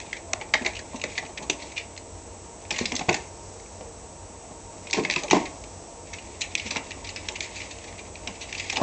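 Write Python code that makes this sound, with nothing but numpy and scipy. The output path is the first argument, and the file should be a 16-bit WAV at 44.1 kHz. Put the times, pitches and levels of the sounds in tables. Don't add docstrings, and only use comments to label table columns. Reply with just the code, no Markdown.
import sys
import numpy as np
from scipy import signal
from scipy.fft import rfft, irfft, next_fast_len
from scipy.io import wavfile
from scipy.ndimage import uniform_filter1d, map_coordinates

SR = 44100
rng = np.random.default_rng(int(sys.argv[2]) if len(sys.argv) > 2 else 0)


def undo_db(level):
    steps = np.asarray(level, float) / 20
    return 10 ** steps


def waveform_to_disk(signal):
    frames = np.transpose(np.atleast_2d(signal))
    scaled = np.clip(frames, -1, 1) * 32767
    samples = np.round(scaled).astype(np.int16)
    wavfile.write(sys.argv[1], SR, samples)


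N = 388962

# (time [s], claw pull [dB], weight on the basket [dB])
DRAG_BOUTS = [
    [(0.0, -46.5, -41), (0.29, -65, -49.5), (1.02, -59, -45), (1.12, -44.5, -47), (1.4, -65.5, -45),
     (1.62, -48.5, -40.5), (2.1, -70, -57.5)],
    [(2.6, -61, -49.5), (2.69, -60, -46), (2.73, -45, -42), (2.95, -45, -41), (3.05, -56, -44),
     (3.16, -49, -44), (3.3, -62, -54)],
    [(4.7, -66, -48), (4.9, -56, -44), (5.214, -43, -34), (5.295, -56, -40), (5.36, -46, -40),
     (5.52, -57, -48), (5.7, -74, -55)],
    [(6.05, -57.5, -50), (6.53, -52.5, -49), (6.61, -44.5, -57), (7.01, -56.5, -45.5), (7.52, -45, -43),
     (8.1, -59.5, -47.5), (8.38, -51, -53), (8.7, -41, -42), (8.82, -47, -22)],
]
# (frequency [Hz], width [Hz], level [dB])
SLAT_MODES = [(2000, 680, -1.5), (2500, 1200, 1.5), (2970, 575, -2), (3180, 470, -13), (1660, 590, -18.5)]
# (frequency [Hz], width [Hz], level [dB])
EDGE_MODES = [(3980, 1600, -1), (5364, 1640, 5.5), (5760, 1780, 7), (7270, 1620, -0.5), (8460, 1300, 0)]
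# (frequency [Hz], width [Hz], level [dB])
BELLY_MODES = [(156.4, 57, -8.5), (220, 37, -4.5), (278.7, 22, -1.5), (357.4, 24, -2.5), (484, 122, -6.5)]
# (frequency [Hz], width [Hz], level [dB])
WALL_MODES = [(620, 86, -2), (835, 122, -2.5), (889, 93, -1), (1094, 96, -8.5)]
# (frequency [Hz], density [dB per Hz])
AIR_SPECTRUM = [(15, -47), (30, -10), (50, 2.5), (100, -5), (125, -8), (460, -5.5), (900, -9),
                (1500, -22.5), (2750, -22), (2950, -26.5), (5100, -26.5), (5700, -18), (7200, -16.5),
                (9000, -9)]
# (frequency [Hz], rms level [dB])
DRONE = [(64.6, -57.5), (91.5, -51), (333.8, -61), (463.0, -55.5), (620, -59.5), (678.3, -58.5),
         (925.9, -56.5)]
# (sideband order [-], rms level [dB])
SCAN_SIDEBANDS = [(2, -68), (1, -60), (0, -59), (-1, -65), (-3, -68), (-5, -68), (-7, -69), (-9, -69),
                  (-11, -70), (-14, -70), (-16, -71), (-18, -71)]
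# (frequency [Hz], t60 [s])
ROOM_T60 = [(150, 0.31), (1000, 0.4), (2500, 0.18), (4000, 0.21), (8000, 0.21)]
# (frequency [Hz], gain [dB])
MIC_RESPONSE = [(20, -26), (100, -1), (1050, 0), (1400, -6.5), (1800, -0.5)]
# (frequency [Hz], gain [dB])
CONVERTER_RESPONSE = [(7350, 0), (7700, -8), (8000, -12), (8450, -18), (8900, -34), (9150, -60),
                      (11000, -80)]

# (time [s], slat level [dB], ring [Hz], bright edge [dB])
STROKES = [(0.55, -48, 1970, -5), (1.76, -28.5, 2520, -10), (2.735, -30.5, 2300, -6),
           (2.797, -31.5, 4400, -1), (4.937, -31.5, 5740, -1), (5.3421, -24.5, 2080, -20),
           (6.657, -31.5, 2500, 2), (7.556, -34, 2510, 1.5), (7.87, -38.5, 2320, -3),
           (8.408, -35.5, 2660, 3), (3.195, -41, 2250, -10), (7.42, -37, 2300, 5)]
# (time [s], slat level [dB], ring [Hz], bright edge [dB])
SNAPS = [(1.2504, -38, 2920, -14), (0.657, -40, 7800, 8), (7.0445, -40, 4600, 4), (7.103, -41, 7400, 9),
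         (7.321, -43, 7300, 9), (9.4, -38, 5800, 1), (6.7495, -39, 5600, 7), (8.2338, -43, 2370, -6),
         (3.598, -44, 2300, -3), (1.9634, -40, 2760, -2), (4.909, -42, 6330, 20),
         (4.9954, -26.5, 2250, -10), (5.0989, -14, 2280, -10), (5.1374, -21, 2500, -10),
         (5.331, -22, 2170, -18), (5.3, -27, 2950, -2)]
# (time [s], slat level [dB], ring [Hz], bright edge [dB])
TAPS = [(0.001, -32, 2150, 1), (0.675, -34, 6800, 6), (1.0146, -27, 2830, -2.5), (1.0383, -18, 2100, -4.5),
        (1.4975, -23, 2900, 5), (1.976, -35, 2480, 4.5), (2.651, -40, 2360, -10), (2.857, -23.5, 5650, 5.5),
        (2.9196, -21.5, 2370, -1.5), (2.9634, -32.5, 5550, 14), (2.9923, -26.5, 2600, 2.5),
        (0.129, -19.5, 2130, -21), (5.0492, -15.5, 2180, -27), (5.109, -21.5, 5640, 2),
        (5.1605, -14.5, 2650, -12), (5.1795, -26, 2080, -12), (5.2342, -34, 6760, 11),
        (5.281, -30, 2420, -9), (5.318, -19, 2360, -8.5), (5.6382, -39, 2730, 1),
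        (6.7597, -19.5, 2300, -17), (6.907, -30, 2420, -6), (6.9164, -28, 2550, -10),
        (7.2858, -24, 2600, 4), (0.538, -14, 2000, -14), (7.616, -30.5, 2630, -14),
        (8.1545, -31.5, 2440, -10), (8.2735, -24.5, 2500, 0), (8.526, -24, 2350, -8),
        (8.7694, -20, 2400, 0), (0.359, -45, 2260, -12), (0.4903, -45, 2270, -10), (0.9966, -40, 2880, -4),
        (1.2615, -39, 2510, -5), (1.7699, -33, 2400, -8), (6.8899, -48, 2600, -8), (7.925, -39, 2080, -8),
        (3.66, -45, 2300, -10)]
# (time [s], slat level [dB], ring [Hz], bright edge [dB])
CATCHES = [(0.4116, -28.5, 2180, -15), (0.547, -28, 2100, -11), (0.62, -34, 2480, -5),
           (0.648, -23, 2050, -18), (0.661, -16, 2130, -10), (0.733, -37.5, 2410, -1),
           (0.766, -29.5, 2850, -10), (0.7902, -31.5, 1870, -2), (1.178, -18.5, 2130, -5.5),
           (1.3742, -26.5, 2130, -8), (1.7775, -23.5, 2500, -16), (2.714, -31, 2300, -4),
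           (2.783, -32.5, 7460, 8), (2.9523, -36, 6500, 15), (3.013, -31.5, 2300, -7),
           (5.035, -31, 2590, -4), (6.556, -26, 2500, -12), (3.1638, -28.5, 2100, -6),
           (4.8697, -34.5, 2470, -3), (4.8985, -35, 2460, -4), (6.1843, -33.5, 2770, -10),
           (6.5966, -23.5, 2760, -14), (6.767, -22, 2670, -5), (7.09, -31, 2540, 2),
           (7.1605, -24, 2630, -14), (7.4055, -26.5, 2390, 1), (7.8397, -39, 1900, 2),
           (7.991, -35.5, 2400, -8), (8.5966, -22.5, 2480, -9), (8.7252, -28, 3650, 4.5)]
# (time [s], slat level [dB], ring [Hz], bright edge [dB])
RAKES = [(0.1647, -34, 2270, -4), (.398, -42, 2200, -13), (0.75, -31, 2780, -5), (0.9556, -37.5, 3960, 4.5),
         (1.619, -36.5, 5940, 2), (1.716, -37.5, 2350, -3), (2.759, -29, 2500, -9), (4.9674, -28, 2170, -1),
         (5.119, -25, 2430, -2.5), (5.4534, -30, 2080, -9), (6.1312, -31.5, 2220, 0.5),
         (6.407, -31.5, 7000, 9.5), (6.414, -23.5, 2890, -4), (6.5745, -29.5, 5800, 1),
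         (6.7055, -23.5, 6100, 1.5), (7.0432, -37, 5760, 3), (7.067, -33.5, 2430, 0.5),
         (7.355, -27.5, 2600, -8), (7.6, -37, 2350, -1), (7.709, -39, 2570, 7), (8.546, -26, 2720, -6.5),
         (8.577, -36, 4890, 6.5), (8.757, -22.5, 2920, -6), (1.152, -36, 2450, -4), (1.171, -36, 2400, -3),
         (4.945, -34, 5200, 4), (2.72, -35, 4600, 5), (5.322, -31.5, 5000, 5), (5.185, -37, 6000, 4),
         (1.424, -42.5, 6820, 7), (7.44, -39, 2300, 1), (7.978, -41, 2400, -8)]
# (time [s], slat level [dB], ring [Hz], bright edge [dB])
CRACKS = [(0.3328, -23.5, 6600, 11), (0.3342, -27, 3650, 11), (0.3355, -26, 2600, 0),
          (6.5524, -13, 2630, 1.5), (2.8555, -19, 2500, -1), (7.786, -38.5, 2900, 5.5), (1.7, -42, 2500, 1),
          (7.406, -28, 2300, 5), (4.9365, -22, 2400, 4), (6.768, -30, 3700, 6), (7.5588, -38, 5800, 6)]
# (time [s], slat level [dB], ring [Hz], bright edge [dB])
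GRINDS = [(0.5375, -12.5, 1990, -15), (2.7065, -22.5, 2400, 3), (2.7875, -21.5, 2330, 2.5),
          (1.498, -21, 2450, 2), (1.379, -36, 2900, 0), (3.091, -14.5, 2400, -7), (3.1275, -25, 3820, 2),
          (3.1425, -20, 2170, -1.5), (4.9298, -18, 2400, 2.5), (5.3095, -13.5, 2410, 0.5),
          (6.415, -26.5, 4040, 8.5), (7.1605, -28.5, 5100, 1.5), (8.6985, -18.5, 2400, -6)]
# (events, build-up [s], hold [s], t60 [s])
CLAW_KINDS = [(SNAPS, .0025, 0, 0.016), (TAPS, .0023, 0, 0.028), (CATCHES, .0023, 0, 0.05),
              (RAKES, .006, 0, 0.063), (STROKES, 0.0091, 0, 0.19), (CRACKS, .0014, 0, 0.0084),
              (GRINDS, .0015, 0.005, 0.018)]

# (time [s], belly level [dB], ring [Hz], upper wall [dB])
PATS = [(0.942, -27.5, 234, -7), (1.2919, -45, 656, 6.5), (2.8098, -18.5, 220, -28.5),
        (2.9416, -37, 765, 4.5), (3.009, -28.5, 775, 3.5), (3.09, -29, 1460, 7.5),
        (3.8079, -32.5, 486, -21), (4.5087, -37, 150, -3), (5.0238, -36, 182, -9), (5.0968, -40, 330, 1),
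        (5.2865, -31, 394, -12), (5.309, -20, 877, 2.5), (5.332, -11, 284, -8.5), (5.4083, -29.5, 330, -20),
        (6.757, -33, 1390, 5), (8.8125, -16, 271, -0.5)]
# (time [s], belly level [dB], ring [Hz], upper wall [dB])
KNOCKS = [(0.6121, -26, 236, -11), (1.0386, -30.5, 578, -1.5), (1.2266, -40.5, 620, 7.5),
          (1.4954, -22.5, 372, -5.5), (2.7111, -32.5, 640, 1), (2.9175, -25, 266, -9.5),
          (2.9908, -30.5, 284, -3), (3.084, -19, 158, -15), (3.0882, -18, 389, -0.5), (3.1399, -29, 820, 1),
          (4.9366, -27.5, 382, -1), (5.2627, -37.5, 297, -4), (4.98, -22.5, 164, -11.5),
          (5.467, -44, 684, 4), (6.712, -35.5, 980, 2.5), (8.7263, -39.5, 810, 7), (8.779, -38.5, 800, 4),
          (3.86, -41, 470, -12)]
# (time [s], belly level [dB], ring [Hz], upper wall [dB])
BUMPS = [
    (0.408, -40, 620, 6),
    (0.54, -30.5, 632, 8.5),
    (5.047, -33, 179, 1.5),
    (5.1567, -26, 970, 1),
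    (5.2302, -33, 590, 2.5),
]
# (time [s], belly level [dB], ring [Hz], upper wall [dB])
SHOVES = [
    (0.6482, -29, 367, -0.5),
    (1.1741, -42.5, 700, 4.5),
    (4.968, -18.5, 275, -11),
    (5.337, -16, 270, -8),
    (5.335, -24, 185, -20),
    (6.645, -31, 230, -14),
    (6.75, -31.5, 898, 4.5),
    (8.2703, -34, 232, -2.5),
    (8.76, -33.5, 900, 6.5),
]
# (time [s], belly level [dB], ring [Hz], upper wall [dB])
JOLTS = [(0.3335, -38.5, 810, 16.5), (0.334, -39.5, 1260, 16), (5.3305, -6.5, 280, -3),
         (0.538, -38, 1300, 16), (1.039, -45.5, 1300, 13), (1.498, -48, 1300, 16), (5.16, -38.5, 1400, 9),
         (5.344, -20, 300, -3), (5.3665, -20.5, 322, -1), (2.788, -42, 1350, 14), (3.111, -27, 330, -1)]
# (events, build-up [s], t60 [s])
BODY_KINDS = [(PATS, 0.00369, 0.042), (KNOCKS, .0033, 0.1), (BUMPS, 0.01117, 0.053), (SHOVES, 0.02, 0.16),
              (JOLTS, 0.00197, 0.016)]

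AIR_DB = -41.5
SCAN_HZ, FRAME_HZ, FOLD_HZ = 7852.3, 29.97, 16000.3
FIRST_FRAME_S = 0.011
RASP_DB = 1
EDGE_LASTS = 0.91
MID_SLAT_HZ = 2400


def unit(x):
    return x / np.sqrt(np.mean(x ** 2) + 1e-20)


def peak(x):
    return x / np.sqrt(uniform_filter1d(x ** 2, size=110).max())


def along(points, hz):
    f, v = np.transpose(points)
    return np.interp(np.log(hz + 1), np.log(f + 1), v)


def filtered(x, response):
    m = next_fast_len(x.shape[-1] + 4096)
    spectrum = rfft(x, m) * response(np.fft.rfftfreq(m, 1 / SR))
    return irfft(spectrum, m)[..., :x.shape[-1]]


def resonate(x, modes, stretch=1, damp=1):
    def response(f):
        total = 0
        for k, (hz, width, db) in enumerate(modes):
            center, loss = hz * stretch, 1j * f * width * damp
            total = total + (-1) ** k * undo_db(db) * loss / (center * center - f * f + loss)
        return total
    return filtered(x, response)


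def wobble(rate):
    knots = rng.standard_normal(int(N * rate / SR) + 4)
    return map_coordinates(knots, [np.arange(N) * rate / SR])


def slips(size, spike_db):
    return unit(rng.standard_normal(size) * undo_db(spike_db * rng.exponential(size=size)))


def stroke(t, rise, t60, hold=0):
    rise, t60 = max(rise, 1e-4), max(t60, 0.004)
    build_db = -9 * (1 - t / rise)
    decay_db = -60 * np.maximum(t - rise - hold, 0) / t60
    return undo_db(np.where(t < rise, build_db, decay_db))


def contacts(kinds):
    return [(*row, *timing) for rows, *timing in kinds for row in rows]


def background():
    t = np.arange(N) / SR
    air = unit(filtered(rng.standard_normal(N), lambda f: undo_db(along(AIR_SPECTRUM, f)) * (f < 9500)))
    air *= undo_db(AIR_DB - 1.0 + 0.4 * wobble(2.97))
    circuit = unit(resonate(rng.standard_normal(N), [(5970, 1600, 0)]))
    out = air + undo_db(-59 + 3.2 * wobble(1.4)) * circuit
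    for hz, db in DRONE:
        out += undo_db(db + 4.5 * wobble(21)) * np.sin(2 * np.pi * hz * t + 1.2 * wobble(9))
    return out


def whine():
    t, out = np.arange(N) / SR - FIRST_FRAME_S, np.zeros(N)
    for order, db in SCAN_SIDEBANDS:
        hz = SCAN_HZ + order * FRAME_HZ
        fold_db = -4 - 0.035 * max(SCAN_HZ - hz, 0)
        tone = np.cos(2 * np.pi * hz * t)
        folded = np.cos(2 * np.pi * (FOLD_HZ - hz) * t)
        sign = -1 if order > 0 else 1
        out += sign * undo_db(db) * np.sqrt(2) * (tone + undo_db(fold_db) * folded)
    return out


def room(x):
    out, hop = np.zeros(N + SR), SR // 4
    for start in range(0, N, hop):
        hz, t, z = signal.stft(rng.standard_normal(SR // 2), SR, nperseg=256)
        decay = undo_db(-60 * t / along(ROOM_T60, hz)[:, None])
        tail = signal.istft(z * decay, SR, nperseg=256)[1]
        wet = signal.fftconvolve(x[start:start + hop], tail / np.linalg.norm(tail))
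        out[start + 200:][:len(wet)] += wet
    return out[:N]


def drag():
    out, t = np.zeros(N), np.arange(N) / SR
    grip = undo_db(3.1 * wobble(45) + 1.6 * wobble(160))
    scrape = unit(resonate(grip * slips(N, spike_db=2), SLAT_MODES))
    rasp = unit(sum(resonate(grip * slips(N, spike_db=3.0), EDGE_MODES, stretch) for stretch in (0.84, 1.05)))
    load = undo_db(5.2 * wobble(30)) * slips(N, spike_db=2)
    rumble = unit(resonate(load, BELLY_MODES + WALL_MODES))
    for rows in DRAG_BOUTS:
        s, *cols = np.transpose(rows)
        pull_db, weight_db = [np.interp(t, s, c) for c in cols]
        moving = np.clip(np.minimum(t - s[0] + 0.014, s[-1] - t + 0.011) / 0.029, 0, 1)
        rubbing = undo_db(pull_db) * (scrape + undo_db(RASP_DB) * rasp)
        out += moving * (rubbing + undo_db(weight_db - 5.5) * rumble)
    return out


def thumps():
    out, t, jerks = np.zeros(N + SR), np.arange(SR // 3) / SR, slips(N + SR, spike_db=3.0)
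    for s, db, hz, upper_db, rise, t60 in contacts(BODY_KINDS):
        at = round(s * SR)
        force = jerks[at:][:len(t)] * stroke(t, 0.54 * rise, 0.98 * t60)
        force = force[:round((rise + t60 + 0.08) * SR)]
        force[round(0.6 * rise * SR)] += 11 * min(1, 0.005 / rise)
        on_wall = hz > 525
        belly_spot = [] if on_wall else [(hz, 48, 11)]
        wall_spot = [(hz, 0.1 * hz, 5)] if on_wall else []
        belly = peak(resonate(force, belly_spot + BELLY_MODES))
        walls = peak(resonate(force, wall_spot + WALL_MODES, damp=max(1, 0.042 / t60)))
        out[at:][:len(force)] += undo_db(db - 1.5) * (belly + undo_db(upper_db) * walls)
    return out[:N]


def claws():
    out, jerks = np.zeros((2, N + SR)), slips(N + SR, spike_db=1.5)
    spot = rng.uniform(0.864, 1.106, N)
    for s, db, hz, edge_db, rise, hold, t60 in contacts(CLAW_KINDS):
        rise, at = max(rise - 0.001, 0), round(s * SR)
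        t = np.arange(round((rise + hold + t60 + 0.03) * SR)) / SR
        envelopes = [stroke(t, rise, t60, hold), stroke(t, rise, EDGE_LASTS * t60, hold)]
        force = jerks[at:][:len(t)] * envelopes
        force[:, round(rise * SR)] += 5 * min(1, 0.031 / t60)
        on_edge = hz > 3350
        lean = 1 if on_edge else (hz / MID_SLAT_HZ) ** 0.54
        slat_spot = [] if on_edge else [(hz / lean, 330, 6)]
        edge_spot = [(hz, 500, 6)] if on_edge else []
        edge_stretch = 1 if on_edge else spot[round(s * 200)]
        slat = peak(resonate(force[0], slat_spot + SLAT_MODES, stretch=lean))
        edge = peak(resonate(force[1], edge_spot + EDGE_MODES, stretch=edge_stretch))
        spread = peak(resonate(force[0], SLAT_MODES, stretch=lean))
        reach = min(1, (t60 / 0.016) ** 3)
        both = ([slat, spread] + undo_db(edge_db) * edge) * [[1], [reach]]
        out[:, at:][:, :len(t)] += undo_db(db - 3.0) * both
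    return out[:, :N]


def scene():
    catches, resounding = claws()
    body = thumps() + drag()
    near = catches + body + undo_db(-7.5) * room(resounding) + undo_db(-9.5) * room(body)
    heard = filtered(near, lambda f: undo_db(along(MIC_RESPONSE, f)))
    return (heard + background())[None]


def roll_off(x):
    return signal.sosfilt(signal.butter(12, 9170, fs=SR, output="sos"), x)


def record(dry):
    held = dry / (1 + np.abs(dry / 0.72) ** 6) ** (1 / 6)
    loudness = np.sqrt(np.abs(uniform_filter1d(held ** 2, size=300)))
    hiss = undo_db(-16.0) * loudness * rng.standard_normal(dry.shape)
    limited = filtered(held + hiss, lambda f: undo_db(along(CONVERTER_RESPONSE, f)))
    return roll_off(limited + whine())


dry = scene()
out = record(dry)
waveform_to_disk(out)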